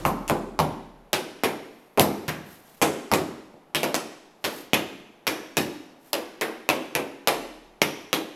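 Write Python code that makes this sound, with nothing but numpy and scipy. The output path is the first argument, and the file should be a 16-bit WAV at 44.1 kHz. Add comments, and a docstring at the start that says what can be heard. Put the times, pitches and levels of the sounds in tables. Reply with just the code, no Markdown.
"""A dancer's hard, nailed shoes stamp slow, uneven steps on a wooden studio floor, a few metres away.
Each impact cracks, knocks the boards and excites the floor's low modes; ceiling, mirror and walls
reflect it, then the room reverberates. Twice the nails skid with a zing; now and then a toe plate clinks.
Soles slide softly between steps, over faint room noise and a deep hum that comes and goes."""
import sys
import numpy as np
from scipy import signal
from scipy.fft import rfft, irfft, next_fast_len
from scipy.io import wavfile
from scipy.ndimage import uniform_filter1d

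SR = 44100
rng = np.random.default_rng(int(sys.argv[2]) if len(sys.argv) > 2 else 0)


def master(y):
    """Save y as 16-bit WAV."""
    cut = np.clip(np.atleast_2d(y).T, -1, 1)
    pcm = np.round(cut * 32767)  # scale
    wavfile.write(sys.argv[1], SR, pcm.astype(np.int16))


N = 368235
TIME = np.arange(N) / SR
AGE = np.arange(57600) / SR  # seconds since an impact

# Blows of heel and sole. Each row: start in seconds, force in dB, weight on the foot in dB, brightness
# in dB, the struck spot's resonance in Hz, its height in dB, relative level of the direct crack in dB.
FOOTFALLS = [(0.052, 11, 11.5, -6.5, 1076, 11, -1), (0.279, -7, -14, 6, 7900, 12.5, -5),
             (0.298, 14.5, 7, -11.5, 1110, 5.5, 0), (0.591, 10, 16, -2, 924, 10.5, -4),
             (1.1313, 10, -2.5, 2.5, 4000, 3, -1.5), (1.436, 13, 0, -2.5, 2136, 3.5, -2.5),
             (1.975, 15.5, 1, -12, 830, 7, -5), (1.9962, 15, 9.5, -3.5, 5200, 4.5, 3),
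             (2.281, 2.5, 15.5, 3.5, 1620, 7, -9), (2.816, 17.5, -0.5, -3.5, 7650, 8, -8.5),
             (3.116, 15, 5, -8.5, 1060, 3, -3.5), (3.137, 10, 10, 1, 7746, 3, 2.5),
             (3.541, -14, 0, -28, 990, -2, 3.5), (3.748, 7, 4, 4.5, 3200, 6.5, -5),
             (3.8322, 11.5, -5.5, -3.5, 560, 2, -2.5), (3.944, 7, -0.5, 2.5, 6770, 8, 0.5),
             (4.442, 7.5, -0.5, 3.5, 4960, 3, -10.5), (4.7337, 11.5, 7, 2.6, 2700, 5.5, 2.5),
             (5.2688, 9.5, -2.5, 3.5, 1980, 1.5, -6), (5.57, 9, 5.5, 5, 306, 6, -3),
             (6.132, 10, -11.5, -0.5, 4201, 1.5, -0.5), (6.412, 9.5, -10, -1.5, 1970, 6, -6),
             (6.69, 14, -2, -2.5, 2800, 4.5, -0.5), (6.952, 11.5, -4, -3.5, 2360, 5, -1.5),
             (7.274, 13.5, -8.5, 2, 760, 4, -2), (7.818, 10, 2.5, 2, 2560, 6.5, 7.5),
             (8.13, 10, -1, 2.3, 3770, 4.5, -2)]
# Short metallic sounds on landing. Each row: start in seconds, level in dB.
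NAIL_SKIDS = [(0.057, -5), (2.003, 5.5)]
PLATE_STRIKES = [(1.13, -8), (5.269, -3), (5.568, -7), (6.13, -12), (7.816, 2)]
# Soles sliding on wood. Each row: centre in seconds, Gaussian half-width in seconds, peak level in dB.
SOLE_SLIDES = [(1.799, 0.17, -67.5), (2.523, 0.048, -52.5), (2.725, 0.09, -57.5), (4.559, 0.059, -46),
               (6.079, 0.043, -58)]
# Spells of deep hum. Each row: start in seconds, end in seconds, level in dB from which it sinks.
HUM_SPELLS = [(0, 1.09, -42), (7.326, 7.78, -56.5)]
# The floor bending on its joists. Each row: frequency in Hz, relative level in dB, T60 in seconds.
FLOOR_MODES = [(74, -17, 0.15), (91, -9.5, 0.2), (131, -15, 0.47), (153.3, 7.5, 0.38), (180, -3, 0.44),
               (324, 2, 0.85), (415, 3.5, 0.34)]
# Echoes from ceiling, mirror and side walls. Each row: typical delay in seconds, relative level in dB.
REFLECTIONS = [(.0035, -16), (.0058, -24.5), (.0078, -11), (.0095, -5), (0.0113, -10), (0.017, -7.5),
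               (.058, -21.5)]
# Decay of boards and room. Each row: frequency in Hz, time to fall by 60 dB (T60) in seconds.
BOARD_DECAY = [(100, 0.33), (400, 0.41), (1500, 0.22), (12000, 0.23)]
ROOM_DECAY = [(100, 1), (300, 0.76), (800, 0.69), (2500, 0.91), (6000, 0.85), (12000, 0.67), (16000, 0.25)]
# Spectra of the sources. Each row: frequency in Hz, relative spectral density in dB.
ROOM_NOISE_SPECTRUM = [(20, 3.5), (60, -15.5), (150, 1.5), (330, 5), (800, 4.5), (1500, -7), (2600, -13),
                       (5000, -22.5), (8800, -27.5), (11800, -20.5), (16000, -41.5)]
LINGERING_SPECTRUM = [(40, -33), (100, 2), (240, 4.5), (800, -5), (2100, -16), (12000, -25.5), (16000, -38)]  # the ring of an earlier step
CRACK_SPECTRUM = [(45, -49), (100, -6), (250, 2), (550, 5), (1200, -2.5), (1800, -6), (2500, 0.5),
                  (3600, -6.5), (5400, -9), (9000, -17.5), (12000, -9), (14000, -17.5), (16500, -32.5)]  # nailed heel meeting wood
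BOARD_SPECTRUM = [(45, -43), (85, -7.5), (122, -11.5), (160, -7), (350, 0), (600, 2.5), (950, -2),
                  (1500, -5), (2400, -4.5), (3600, -10), (5500, -15), (8800, -20.5), (12000, -13),
                  (14000, -29.5), (16500, -58.5)]  # struck boards and nearby surfaces
REVERB_SPECTRUM = [(50, -38.5), (100, -24), (210, -2.5), (310, 5.5), (420, 2), (700, -3.5), (1500, -12.5),
                   (2400, -15), (3800, -20), (5500, -24), (8800, -30.5), (12000, -25), (14000, -32),
                   (16500, -35)]
SKID_SPECTRUM = [(6000, -14.5), (10500, -11.5), (11800, -4.5), (12500, -2.5), (13100, -8.5), (13700, -14),
                 (16000, -33.5)]
PLATE_SPECTRUM = [(3500, -25.5), (5000, -12.5), (5750, -2.5), (6300, -14), (7500, -29.5)]
SLIDE_SPECTRUM = [(300, -10), (1000, -0.5), (3000, -4), (8000, -7), (10500, -5.5), (12300, 2), (14000, -13),
                  (16500, -23)]


def amp(db):
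    """Amplitude grows tenfold for every 20 dB."""
    return 10 ** (np.asarray(db) / 20)


def unit_rms(x):
    """Normalisation to a mean power of 1."""
    return x / np.sqrt(np.mean(x ** 2) + 1e-20)


def unit_energy(x):
    """Normalisation to a total energy of 1."""
    return x / (np.linalg.norm(x) + 1e-20)


def curve_at(points, hz):
    """Interpolation of (Hz, value) points on a logarithmic frequency axis."""
    knots_hz, values = np.transpose(points)
    return np.interp(np.log(hz + 1), np.log(knots_hz + 1), values)


def colour(x, points):
    """Minimum-phase filtering: folding the cepstrum makes the (Hz, dB) gain curve causal."""
    size = next_fast_len(len(x) + 8192, True)
    size += size % 2
    gain = amp(curve_at(points, np.fft.rfftfreq(size, 1 / SR)))
    cepstrum = irfft(np.log(gain))
    cepstrum[1:size // 2] *= 2
    cepstrum[size // 2 + 1:] = 0
    return irfft(rfft(x, size) * np.exp(rfft(cepstrum)))[:len(x)]


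def decay(t, t60):
    """Exponential damping: a fall of 60 dB every t60 seconds."""
    return np.exp(-np.log(1000) * t / t60)


def room_noise():
    """Stationary random noise forms a faint, steady background."""
    return amp(-57) * unit_rms(colour(rng.standard_normal(N), ROOM_NOISE_SPECTRUM))


def hum(pitch_hz=37.7, waver_hz=0.65, sag_db_per_s=15, edge_s=0.094):
    """Slow frequency modulation makes a deep tone waver; each spell of it sinks in level."""
    drift = unit_rms(uniform_filter1d(rng.standard_normal(N), size=6000))
    tone = np.sqrt(2) * np.sin(2 * np.pi * np.cumsum(pitch_hz + waver_hz * drift) / SR)
    envelope = np.zeros(N)
    for start, end, db in HUM_SPELLS:
        gate = np.clip(np.minimum(TIME - start, end - TIME) / edge_s + .5, 0, 1)
        envelope += gate * amp(db - sag_db_per_s * (TIME - start))
    return envelope * tone


def lingering_ring():
    """Reverberation outlasts its source: the studio still rings from an earlier step."""
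    return amp(-38) * unit_rms(colour(rng.standard_normal(N), LINGERING_SPECTRUM)) * decay(TIME, t60=1.0)


def heel_crack(t60, grit):
    """A brief impact has a broad spectrum: the heel's edge gives an impulse, its nails a noise burst."""
    nails = unit_energy(rng.standard_normal(len(AGE)) * decay(AGE, t60))
    return unit_energy(colour(signal.unit_impulse(len(AGE)) + grit * nails, CRACK_SPECTRUM))


def dense_modes(spectrum, t60s, rise_s):
    """Densely overlapping modes sum to noise, each frequency dying at its own rate."""
    hz, t, bands = signal.stft(rng.standard_normal(len(AGE)), SR, nperseg=256)
    damped = bands * decay(t, curve_at(t60s, hz)[:, None])
    tail = signal.istft(damped, SR, nperseg=256)[1][:len(AGE)]
    onset = 1 - np.exp(-AGE / rise_s)
    return unit_energy(colour(tail * onset, spectrum))


def floor_boom(spread_db):
    """The floor's bending modes ring as damped sinusoids, at new strengths for each struck spot."""
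    offsets_db = spread_db * rng.standard_normal(len(FLOOR_MODES))
    modes = (amp(db + offset) * np.sin(2 * np.pi * hz * AGE) * decay(AGE, t60)
             for (hz, db, t60), offset in zip(FLOOR_MODES, offsets_db))
    return unit_energy(sum(modes))


def early_echoes(crack, scatter):
    """Reflection returns delayed copies of the crack; the delays shift as the dancer moves."""
    echoes = np.zeros(len(AGE))
    for (delay, db), shift in zip(REFLECTIONS, rng.standard_normal(len(REFLECTIONS))):
        lag = round(delay * np.exp(scatter * shift) * SR)
        echoes[lag:] += amp(db) * crack[:len(AGE) - lag]
    return echoes


def settling_sole(first_s, last_s, count):
    """Secondary impacts follow as the sole rocks flat."""
    touches = np.zeros(len(AGE))
    for when, size in zip(rng.uniform(first_s, last_s, count), rng.standard_normal(count)):
        touches[round(when * SR)] += amp(1.4 * size) * decay(when, t60=.08)
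    crack = heel_crack(t60=0.01, grit=0.99)
    return unit_energy(signal.fftconvolve(touches, crack)[:len(AGE)])


def spot_gain_db(hz, peak_hz, peak_db, log_width=0.32, ripple_db=2):
    """Resonance of shoe and board favours one broad band at each spot, among many weak peaks."""
    resonance = peak_db * np.exp(-(np.log(hz / peak_hz) / log_width) ** 2)
    return resonance + ripple_db * rng.standard_normal(len(hz))


def landing_gain_db(hz, weight_db, bright_db, thud_hz=228, hollow_hz=840, treble_hz=1400):
    """Excitation shapes the spectrum: weight lifts the thud and a hollow knock, sharpness the treble."""
    thud = 1 / (1 + (hz / thud_hz) ** 6)
    hollow = 0.085 * np.exp(-(np.log(hz / hollow_hz) / .5) ** 2)
    treble = 1 / (1 + (treble_hz / hz) ** 4)
    return weight_db * (thud + hollow) + bright_db * treble


def footsteps():
    """Superposition: each impact sounds together with the responses of boards, floor and room."""
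    track = np.zeros(N + len(AGE))
    hz = np.geomspace(50, 16000, 200)
    for start, force_db, weight_db, bright_db, peak_hz, peak_db, crack_db in FOOTFALLS:
        crack = amp(-4 + crack_db) * heel_crack(t60=.004, grit=1.8)
        sole = amp(-15) * settling_sole(first_s=.004, last_s=.011, count=3)
        echoes = amp(-9) * early_echoes(heel_crack(t60=0.0092, grit=2.3), scatter=.1)
        boards = amp(-4) * dense_modes(BOARD_SPECTRUM, BOARD_DECAY, rise_s=0.0026)
        boom = amp(-16) * floor_boom(spread_db=4)
        reverb = amp(-6.5) * dense_modes(REVERB_SPECTRUM, ROOM_DECAY, rise_s=0.013)
        gain_db = landing_gain_db(hz, weight_db, bright_db) + spot_gain_db(hz, peak_hz, peak_db)
        step = colour(crack + sole + echoes + boards + boom + reverb, np.c_[hz, gain_db])
        track[round(start * SR):][:len(AGE)] += amp(force_db) * step
    # The floor radiates almost nothing below its lowest mode.
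    highpass = signal.butter(N=3, Wn=62, btype="high", fs=SR, output="sos")
    return signal.sosfilt(highpass, track[:N])


def nail_skids():
    """Friction of nails on varnish excites a thin, high zing, which reverberation prolongs."""
    track = np.zeros(N + len(AGE))
    for start, db in NAIL_SKIDS:
        zing = dense_modes(SKID_SPECTRUM, t60s=[(12000, 0.16)], rise_s=0.0044)
        reverb = amp(-13.5) * dense_modes(SKID_SPECTRUM, ROOM_DECAY, rise_s=.015)
        track[round(start * SR):][:len(AGE)] += amp(db) * (zing + reverb)
    return track[:N]


def toe_plate():
    """Free vibration of the struck metal plate gives a short, bright clink, which the room prolongs."""
    track = np.zeros(N + len(AGE))
    for start, db in PLATE_STRIKES:
        clink = dense_modes(PLATE_SPECTRUM, t60s=[(5750, 0.053)], rise_s=0.00085)
        reverb = amp(-10) * dense_modes(PLATE_SPECTRUM, ROOM_DECAY, rise_s=.012)
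        track[round(start * SR):][:len(AGE)] += amp(db) * (clink + reverb)
    return track[:N]


def sole_slides(grain_db=1.5):
    """Sliding friction of leather on wood makes a grainy hiss that swells and fades with pressure."""
    pressure = sum(amp(db) * np.exp(-((TIME - centre) / width) ** 2 / 2)
                   for centre, width, db in SOLE_SLIDES)
    grain = unit_rms(uniform_filter1d(rng.standard_normal(N), size=300))
    friction = rng.standard_normal(N) * amp(grain_db * grain)
    return pressure * unit_rms(colour(friction, SLIDE_SPECTRUM))


def scene():
    """Sound pressures add: dancer and background meet at one listening point."""
    dancer = footsteps() + toe_plate() + nail_skids() + sole_slides()
    return (dancer + hum() + room_noise() + lingering_ring())[None]


def record(dry):
    """Saturation rounds off the hardest cracks; a steep low-pass filter then limits the bandwidth."""
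    limit, cutoff_hz = 0.7, 16500
    saturated = dry / (1 + np.abs(dry / limit) ** 6) ** (1 / 6)
    size = next_fast_len(N + 8192, True)
    passband = 1 / (1 + (np.fft.rfftfreq(size, 1 / SR) / cutoff_hz) ** 160)
    return irfft(rfft(saturated, size) * passband, size)[:, :N]


dry = scene()
out = record(dry)
master(out)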